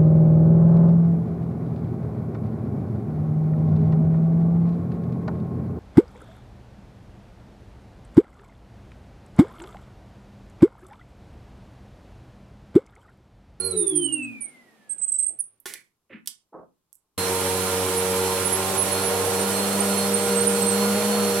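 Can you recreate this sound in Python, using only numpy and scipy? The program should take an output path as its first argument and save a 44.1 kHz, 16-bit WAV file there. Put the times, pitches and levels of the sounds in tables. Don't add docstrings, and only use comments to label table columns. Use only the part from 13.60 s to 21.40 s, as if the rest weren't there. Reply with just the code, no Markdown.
import sys
import numpy as np
from scipy import signal
from scipy.fft import rfft, irfft
from scipy.io import wavfile
from scipy.ndimage import uniform_filter1d

SR = 44100
rng = np.random.default_rng(int(sys.argv[2]) if len(sys.argv) > 2 else 0)


def file_out(sig):
    cols = np.atleast_2d(sig).T
    lim = np.clip(cols, -1, 1)
    pcm = np.round(lim * 32767).astype(np.int16)
    wavfile.write(sys.argv[1], SR, pcm)


N = 343980
T = np.arange(N) / SR
HZ = np.fft.rfftfreq(N, 1 / SR)


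def gain_of(db):
    return 10 ** (np.asarray(db) / 20)


def evened(x):
    return x / np.sqrt(np.mean(x ** 2) + 1e-20)


def read(points, hz):
    f, value = np.transpose(points)
    return np.interp(np.log(hz + 1), np.log(f + 1), value)


def curves(rows):
    s, *columns = np.transpose(rows)
    return [np.interp(T, s, c) for c in columns]


def add(mix, s, sound):
    part = mix[max(round(s * SR), 0):][:len(sound)]
    part += sound[:len(part)]


def drift(rate, t=T):
    knots = rng.standard_normal(4096)
    return 1.29 * np.interp(t * 2 * rate, np.arange(len(knots)), knots)


def band(hz, width):
    return 1 / (1 + (2 * (HZ - hz) / width) ** 2)


# (frequency [Hz], likeness [1 = same, 0 = unrelated])
LEFT_RIGHT_LIKENESS = [(60, 0.93), (130, 1), (290, 0.81), (640, 0.56), (1410, 0.5), (3100, .25),
                       (6800, -0.33), (15000, 0.62)]


def alike_pair(a, b, hz):
    same = np.clip(read(LEFT_RIGHT_LIKENESS, hz), -1, 1)
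    return np.array([a, same * a + np.sqrt(1 - same ** 2) * b])


def noise_pair(shape):
    a, b = rfft(rng.standard_normal((2, N)))
    return alike_pair(a, b, HZ) * shape


# (frequency [Hz], left minus right [dB])
LEFT_RIGHT_BALANCE = [(60, 3), (110, -1.5), (200, 0.5), (380, -1), (700, -0.5), (1290, -1.5), (2380, -5),
                      (4400, -2.5), (8120, -9.5), (15000, -15.5)]


def sides(hz):
    tilt = gain_of(read(LEFT_RIGHT_BALANCE, hz))
    return np.array([tilt, np.ones_like(tilt)]) * np.sqrt(2 / (1 + tilt ** 2))


def placed(pair):
    return irfft(rfft(pair) * sides(HZ), N)


# (frequency [Hz], time to fall by 60 dB [s])
ROOM_DECAY = [(100, 0.53), (500, 0.24), (2000, 0.26), (9000, 0.22), (16000, 0.064)]


def room(x):
    size = SR // 2
    reflections = rng.standard_normal((2, size)) * (rng.random((2, size)) < .12)
    reflections = reflections * (np.arange(size) > .004 * SR)
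    hz, t, z = signal.stft(reflections, SR, nperseg=256)
    decay = gain_of(-60 * t / read(ROOM_DECAY, hz)[:, None])
    tail = signal.istft(z * decay, SR, nperseg=256)[1]
    tail = tail / np.linalg.norm(tail[0])
    return signal.fftconvolve(np.atleast_2d(x), tail, axes=1)[:, :N]


def partial(turns, hz, level, flutter):
    t = T[::100]
    a, b = (drift(11, t) + 1j * drift(11, t) for _ in range(2))
    sway = (1 + flutter * alike_pair(a, b, hz)) / np.sqrt(1 + 2 * flutter ** 2)
    sway = np.array([np.interp(T, t, side) for side in sway])
    spin = np.exp(2j * np.pi * (turns + rng.random()))
    return np.sqrt(2) * level * (sway * spin).real


FAN_BLADES = 9
THIRD_DB = -12


def motor(hz, hum_db, whine_db, overtone_db, orders):
    turns = np.cumsum(hz * (1 + .0004 * drift(25))) / SR
    top_hz = hz.max()
    third_db = overtone_db + THIRD_DB - 90 * (1 - hz / top_hz)
    out = partial(turns, top_hz, gain_of(hum_db), flutter=0.059)
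    for k, db in enumerate([whine_db, overtone_db, third_db], 1):
        out += partial(k * FAN_BLADES * turns, k * FAN_BLADES * top_hz, gain_of(db), flutter=0.55)
    for k, db in orders:
        out += partial(round(k) * turns, k * top_hz, gain_of(db), flutter=0.53)
    return out


def brush(hz, orders_db):
    turns = np.cumsum(hz * (1 + .0012 * drift(14))) / SR
    return sum(partial(k * turns, k * hz.max(), gain_of(db), flutter=.16 + 0.044 * k)
               for k, db in enumerate(orders_db, 1))


# (frequency [Hz], width [Hz], boost [dB re 1 dB: 0 lifts the spectrum by 1 dB])
DUCT_RESONANCES = [(807, 74, 1), (1368, 87, 3.5), (2320, 110, -6)]


def air(colour, roar_db, hiss_db):
    ducts_db = sum(gain_of(db) * band(hz, width) for hz, width, db in DUCT_RESONANCES)
    stream = noise_pair(gain_of(read(colour, HZ) + ducts_db))
    low = 1 / (1 + (HZ / 4500) ** 4)
    roar = evened(irfft(stream * low, N)) * gain_of(roar_db + .5 * drift(25))
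    hiss = evened(irfft(stream * (1 - low), N)) * gain_of(hiss_db + .4 * drift(30))
    return roar + hiss


# (middle [s], half length [s], boost [dB])
SWELLS = [(.97, 0.039, 4), (1.31, 0.038, 12), (3.578, 0.11, 8), (4.77, 0.071, 7), (5.35, 0.062, 7),
          (5.99, .06, 10), (6.4, 0.081, 8.5), (7.15, 0.25, 5), (7.546, 0.25, 1)]


def swells_db():
    return sum(db * np.exp(-((T - s) / half) ** 2) for s, half, db in SWELLS)


# (shaft order, level under load [dB], level running freely [dB], level as coasting begins [dB])
MOTOR_LINES = [(2, -39, -49.5, -64.5), (3, -44.5, -43, -48.5), (4, -70, -66, -64.5), (5, -49, -58, -65),
               (10, -74, -69.5, -63), (12, -48.5, -48.5, -75.5), (24, -54, -54, -64)]
# (level under load [dB], level running freely [dB], level as coasting begins [dB])
BRUSH_LINES = [(-39, -42.5, -49.5), (-38, -29, -56), (-43, -45.5, -56.5), (-35.5, -36, -41),
               (-46, -45.5, -44.5), (-38, -37, -54), (-49.5, -53, -65), (-42, -42.5, -61),
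               (-45, -48.5, -68.5), (-48.5, -44, -69), (-41.5, -52, -63), (-63, -52, -65.5),
               (-51, -47, -68.5)]
# (time [s], level [dB])
BODY_SHAKE = [(0.0, -32), (0.122, -37.5), (0.16, -25.5), (0.306, -36.5), (0.33, -27), (0.718, -38.5),
              (0.876, -64.5), (1.012, -75.5), (1.7, -70)]
SHAKEN_LINES = {2: -17.5, 4: -4}
# (frequency [Hz], relative level [dB per Hz])
COASTING_AIR = [(30, -30), (80, -11), (250, 5), (600, 1.5), (1100, -6), (2500, -7), (4000, -10),
                (6000, -9.5), (9000, -6.5), (12000, -7.5), (16000, -26)]
POWERED_HZ, POWER_OFF_S, DRAG_S, STOP_S = 469.5, .0806, 1.144, 6.8
BRUSH_POWERED_HZ, BELT_RATIO = 94.6, .211
WHINE_FADE, OCTAVE_FADE, MOTOR_FADE, BRUSH_FADE, ROAR_FADE, HISS_FADE = 3.9, 17.0, 8.0, 3.6, 1.5, 2.45
HOUSING_HZ, HOUSING_WIDTH_HZ, HOUSING_DB = 2750, 606, 27.5


def coasting():
    off = np.maximum(T - POWER_OFF_S, 0)
    speed = np.maximum((1 - off / STOP_S) / (1 + off / DRAG_S), .05)
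    hz, speed_db = POWERED_HZ * speed, 20 * np.log10(speed)
    shake_db, = curves(BODY_SHAKE)
    from_housing = 2 * (FAN_BLADES * hz - HOUSING_HZ) / HOUSING_WIDTH_HZ
    housing = 1 + gain_of(HOUSING_DB) / (1 + from_housing ** 2)
    rotors = motor(
        hz,
        hum_db=shake_db - 1.5 + .7 * speed_db - 13 * np.exp(-(off / .03) ** 2),
        whine_db=-48.5 + WHINE_FADE * speed_db + 20 * np.log10(housing) + swells_db(),
        overtone_db=-42.5 + OCTAVE_FADE * speed_db + 3 * drift(14),
        orders=[(k, db + MOTOR_FADE * speed_db) for k, _, _, db in MOTOR_LINES])
    bristles_db = [db + BRUSH_FADE * speed_db for _, _, db in BRUSH_LINES]
    for order, db in SHAKEN_LINES.items():
        bristles_db[order - 1] = shake_db + db
    rotors += brush(np.minimum(BRUSH_POWERED_HZ, BELT_RATIO * hz), bristles_db)
    rotors = signal.sosfilt(signal.butter(4, 85, "high", fs=SR, output="sos"), rotors)
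    draught = air(COASTING_AIR, roar_db=-50.5 + ROAR_FADE * speed_db, hiss_db=-56 + HISS_FADE * speed_db)
    fade = gain_of(-28 * np.maximum(T - 1.6, 0))
    return (rotors + gain_of(-7) * room(rotors) + draught) * fade


# (time [s], length [s], middle pitch [Hz], level before the mix [dB])
WHEEL_SQUEAKS = [ (0, .015, 9900, -19), (0.041, 0.042, 10320, -22.5), (0.105, 0.021, 9290, -23),
                 (0.159, 0.086, 9230, -18.5), (0.266, 0.019, 9300, -14.5), (.292, 0.011, 9340, -15.5),
                 (0.347, .025, 9850, -26), (0.351, .039, 9240, -14), (0.417, 0.025, 9250, -25),
                 (0.437, 0.035, 8650, -20), (0.521, .03, 8700, -18), (0.619, 0.045, 8200, -41.5),
                 (0.805, 0.036, 9300, -29.5), (0.837, 0.032, 8860, -31.5), (1.29, .054, 8360, -26.5),
                 (1.378, 0.033, 8150, -32.5), (1.412, .047, 8130, -20), (1.477, 0.028, 8120, -21),
                 (1.518, 0.014, 8270, -15.5), (1.536, 0.035, 8040, -21.5), (1.582, 0.038, 8270, -15),
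                 (1.621, 0.032, 8280, -18.5), (1.664, 0.0097, 8590, -15.5), (1.678, .022, 8250, -23),
                 (1.787, 0.025, 10570, -27), (1.798, 0.017, 9240, -19.5), (4.359, 0.053, 9770, -26),
                 (4.848, .037, 9920, -19.5), (4.918, 0.044, 10900, -18.5), (5.168, 0.075, 10210, -18),
                 (5.316, .022, 10250, -21), (5.425, .078, 10490, -26), (5.801, 0.027, 9080, -24.5),
                 (6.201, 0.016, 8900, -16), (6.37, .028, 10100, -23.5), (6.538, 0.017, 8950, -15),
                 (6.749, 0.056, 8410, -22), (6.804, .025, 8900, -19.5), (6.868, 0.019, 9390, -12),
                 (7.018, 0.016, 8230, -19.5), (7.058, 0.052, 8690, -19), (7.112, 0.027, 8250, -24.5)]
SQUEAK_GLIDE, WHEEL_MODE_HZ, WHEEL_MODE_DB = .022, 9350, -21


def squeaks():
    out = np.zeros(N)
    for s, length, pitch_hz, db in WHEEL_SQUEAKS:
        t = np.arange(round(length * SR)) / SR
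        glide = SQUEAK_GLIDE * rng.uniform(-1, 1) * np.linspace(-1, 1, len(t))
        angle = 2 * np.pi * np.cumsum(pitch_hz * (1 + glide + .007 * drift(170, t))) / SR
        grip = signal.windows.tukey(len(t), .5) * gain_of(1.8 * drift(140, t))
        ring = gain_of(WHEEL_MODE_DB) * np.sin(angle * WHEEL_MODE_HZ / pitch_hz)
        add(out, s, gain_of(db) * evened(grip * (np.sin(angle) + ring)))
    return out


# (frequency [Hz], relative level [dB per Hz])
STILL_COLOUR = [(30, -1.5), (100, 0), (390, -2), (700, -9), (1070, -4), (1700, -17), (4000, -15),
                (12000, -15.5), (16000, -24)]


def still_room():
    return gain_of(-79.5) * evened(irfft(noise_pair(gain_of(read(STILL_COLOUR, HZ))), N))


# (time [s], length [s], level before the mix [dB], low resonance [Hz], its width [Hz],
# high resonance [Hz], its width [Hz], high against low [dB])
SOFT_SCUFFS = [(1.677, 0.098, -61.5, 328.5, 400, 716, 300, -4),
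               (2.066, 0.16, -50, 380, 700, 2090, 1000, 13.5),
               (2.494, 0.12, -49.5, 270, 330, 2080, 1950, 3), (2.923, 0.14, -46, 480, 800, 1050, 801, -7.5)]


def scuffs():
    out = np.zeros(N)
    for s, length, db, low_hz, low_width, high_hz, high_width, high_db in SOFT_SCUFFS:
        rub = rfft(rng.standard_normal(N))
        t = np.arange(round(length * SR)) / SR
        low = evened(irfft(rub * band(low_hz, low_width) ** 2, N)[:len(t)])
        high = evened(irfft(rub * band(high_hz, high_width) ** 2, N)[:len(t)])
        stroke = np.minimum(t / 0.0212, 1) * np.cos(np.pi / 2 * t / length)
        stroke = stroke * gain_of(2.2 * drift(70, t))
        add(out, s, gain_of(db) * evened(stroke * (low + gain_of(high_db) * high)))
    return out


# (time [s], level before the mix [dB], lowest frequency [Hz], rattle's time to fall 60 dB [s],
# first crack against the rattle [dB], ring of the shell [dB])
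PLASTIC_CLICKS = [(2.001, -35.5, 11070, 0.021, -27, -58), (2.057, -31.5, 1470, 0.28, -23, -10),
                  (2.138, -28, 3050, 0.031, 2, -28), (2.207, -53, 4010, 0.017, -11, -36),
                  (2.659, -38.5, 2500, 0.026, -14, -34), (2.674, -18.5, 2930, 0.031, 3, -42.5),
                  (3.329, -32, 8200, 0.0086, -4, -62), (3.346, -45, 8000, 0.011, -7, -62.5),
                  (3.354, -38.5, 8120, .012, -6, -62)]
# (frequency [Hz], relative level [dB], time to fall by 60 dB [s])
SHELL_MODES = [(408, -9.5, 0.067), (650, -8, 0.076), (830, -2.5, 0.048), (1086, 1.5, .07),
               (1450, 4.5, 0.09), (1765, 5, 0.09), (2136, -7, 0.11), (3350, 6, 0.043)]


def clicks():
    out, t = np.zeros(N), np.arange(SR // 3) / SR
    soften = signal.butter(2, 12500, "low", fs=SR, output="sos")
    bright = signal.butter(1, [9000, 12500], "band", fs=SR, output="sos")
    for s, db, low_hz, t60, crack_db, ring_db in PLASTIC_CLICKS:
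        high_pass = signal.butter(4, low_hz, "high", fs=SR, output="sos")
        force = gain_of(-60 * t / t60) + gain_of(crack_db) * np.exp(-t / 0.00034)
        snap = signal.sosfilt(np.vstack([high_pass, soften]), rng.standard_normal(len(t)) * force)
        snap += signal.sosfilt(bright, snap)
        ring = sum(gain_of(mode_db - 60 * t / life) * np.sin(2 * np.pi * hz * t + rng.uniform(0, 2 * np.pi))
                   for hz, mode_db, life in SHELL_MODES)
        add(out, s, gain_of(db) * (gain_of(-2.5) * snap + gain_of(ring_db) * ring))
    return out


# (time [s], pitch before sagging [Hz], level before the mix [dB], time to fall by 60 dB [s])
FLOOR_BUMPS = [(2.057, 391, -33.5, 0.081), (2.5, 572, -46.5, 0.15), (2.512, 326, -48.5, 0.11),
               (2.546, 241, -34, 0.069), (2.93, 484, -48, 0.11)]


def thuds():
    out, t = np.zeros(N), np.arange(SR // 3) / SR
    sag = 0.8 + 0.195 * np.exp(-t / 0.035)
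    for s, hz, db, t60 in FLOOR_BUMPS:
        turns = np.cumsum(hz * sag) / SR
        strength = gain_of(db - 60 * t / t60) * np.minimum(t / 0.0028, 1)
        add(out, s, strength * np.sin(2 * np.pi * turns))
    return out


# (time [s], guide level [dB])
PILE_RUSH = [(3.6, -51), (4.6, -55), (5, -40), (5.6, -31.5), (6.2, -33.5), (6.8, -41.5), (7.3, -34.5),
             (7.8, -38)]


def scrub():
    level_db, = curves(PILE_RUSH)
    shape = band(620, 1000) ** 2 * HZ ** 2 / (HZ ** 2 + 200 ** 2)
    return evened(irfft(noise_pair(shape), N)) * gain_of(level_db + drift(18))


# (time [s], shaft speed [turns per s])
RUNNING_SPEED = [(3.6, 464), (4.8, 464.4), (5.35, 468.5), (5.75, 468.1), (6.05, 472.7), (6.4, 472.4),
                 (7.15, 472.3), (7.45, 477), (7.6, 477.4), (7.8, 472.4)]
# (time [s], level before a 0.3 dB cut [dB])
HUM_LEVEL = [(3.6, -28.5), (3.96, -30.5), (4.62, -26), (5.07, -41.5), (5.63, -27.5), (6.15, -35.5),
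             (6.76, -24.5), (7.46, -29.5), (7.6, -26), (7.8, -26.5)]
# (frequency [Hz], relative level [dB per Hz])
RUNNING_AIR = [(25, -23.5), (70, -19), (120, -2.5), (220, -7), (380, 3), (650, -1), (1000, 0.5),
               (1900, -4.5), (3000, -5), (5000, -9.5), (7000, -9.5), (9500, -6), (11200, -4.5),
               (13000, -16), (16000, -22.5)]
LOADED_HZ, FREE_HZ = 464.7, 472.13
BRUSH_LOADED_HZ, BRUSH_FREE_HZ, MOTOR_LAG_S = 94.1, 99.1, .06
FACING_S, AWAY_S, TURN_S, FACING_DB = 5.75, 7.3, .2, 8


def running():
    hz, = curves(RUNNING_SPEED)
    hum_db, = curves(HUM_LEVEL)
    free = np.interp(T + MOTOR_LAG_S, T, (hz - LOADED_HZ) / (FREE_HZ - LOADED_HZ))
    slapping = np.clip((free - .52) / 0.47, 0, 1.5)
    facing = np.clip(np.minimum(T - FACING_S, AWAY_S - T) / TURN_S, 0, 1)
    whirr = motor(
        hz,
        hum_db=hum_db - .3,
        whine_db=-45.5 + 2.8 * free + 0.63 * drift(5) + swells_db(),
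        overtone_db=-44.0 + FACING_DB * facing,
        orders=[(k, loaded_db + (free_db - loaded_db) * free) for k, loaded_db, free_db, _ in MOTOR_LINES])
    roll = brush(
        BRUSH_LOADED_HZ + (BRUSH_FREE_HZ - BRUSH_LOADED_HZ) * free,
        [loaded_db + (free_db - loaded_db) * slapping for loaded_db, free_db, _ in BRUSH_LINES])
    return whirr + roll + scrub() + air(RUNNING_AIR, roar_db=-31.0, hiss_db=-29.5)


FULL_SPEED_S = 3.5775


def scene():
    at_full_speed = np.clip((T - FULL_SPEED_S) / 0.0016, 0, 1)
    machine = placed(coasting() * (1 - at_full_speed) + running() * at_full_speed)
    wheel = gain_of(0.5) * squeaks()
    wheels = wheel * gain_of([[-15], [0]]) + room(wheel) * gain_of([[-16], [-12]])
    click = clicks()
    bump = signal.sosfilt(signal.butter(2, 90, "high", fs=SR, output="sos"), scuffs() + thuds())
    handling = placed(click + gain_of(-7.5) * room(click) + bump + gain_of(-8.0) * room(bump))
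    return machine + wheels + handling + still_room()


def record(dry):
    upper = irfft(rfft(dry) * (1 - 1 / (1 + (HZ / 1200) ** 4)), N)
    power = uniform_filter1d((upper ** 2).mean(0), size=200)
    power_db = 10 * np.log10(abs(power) + 1e-12)
    over_db = uniform_filter1d(np.maximum(power_db + 26.5, 0), size=200)
    ducked = dry - upper + upper / gain_of(0.29 * over_db)
    treble_cut = signal.firwin(511, 16100, window=("kaiser", 9), fs=SR)
    return signal.oaconvolve(ducked, treble_cut[None], "same")


dry = scene()
out = record(dry)
file_out(out)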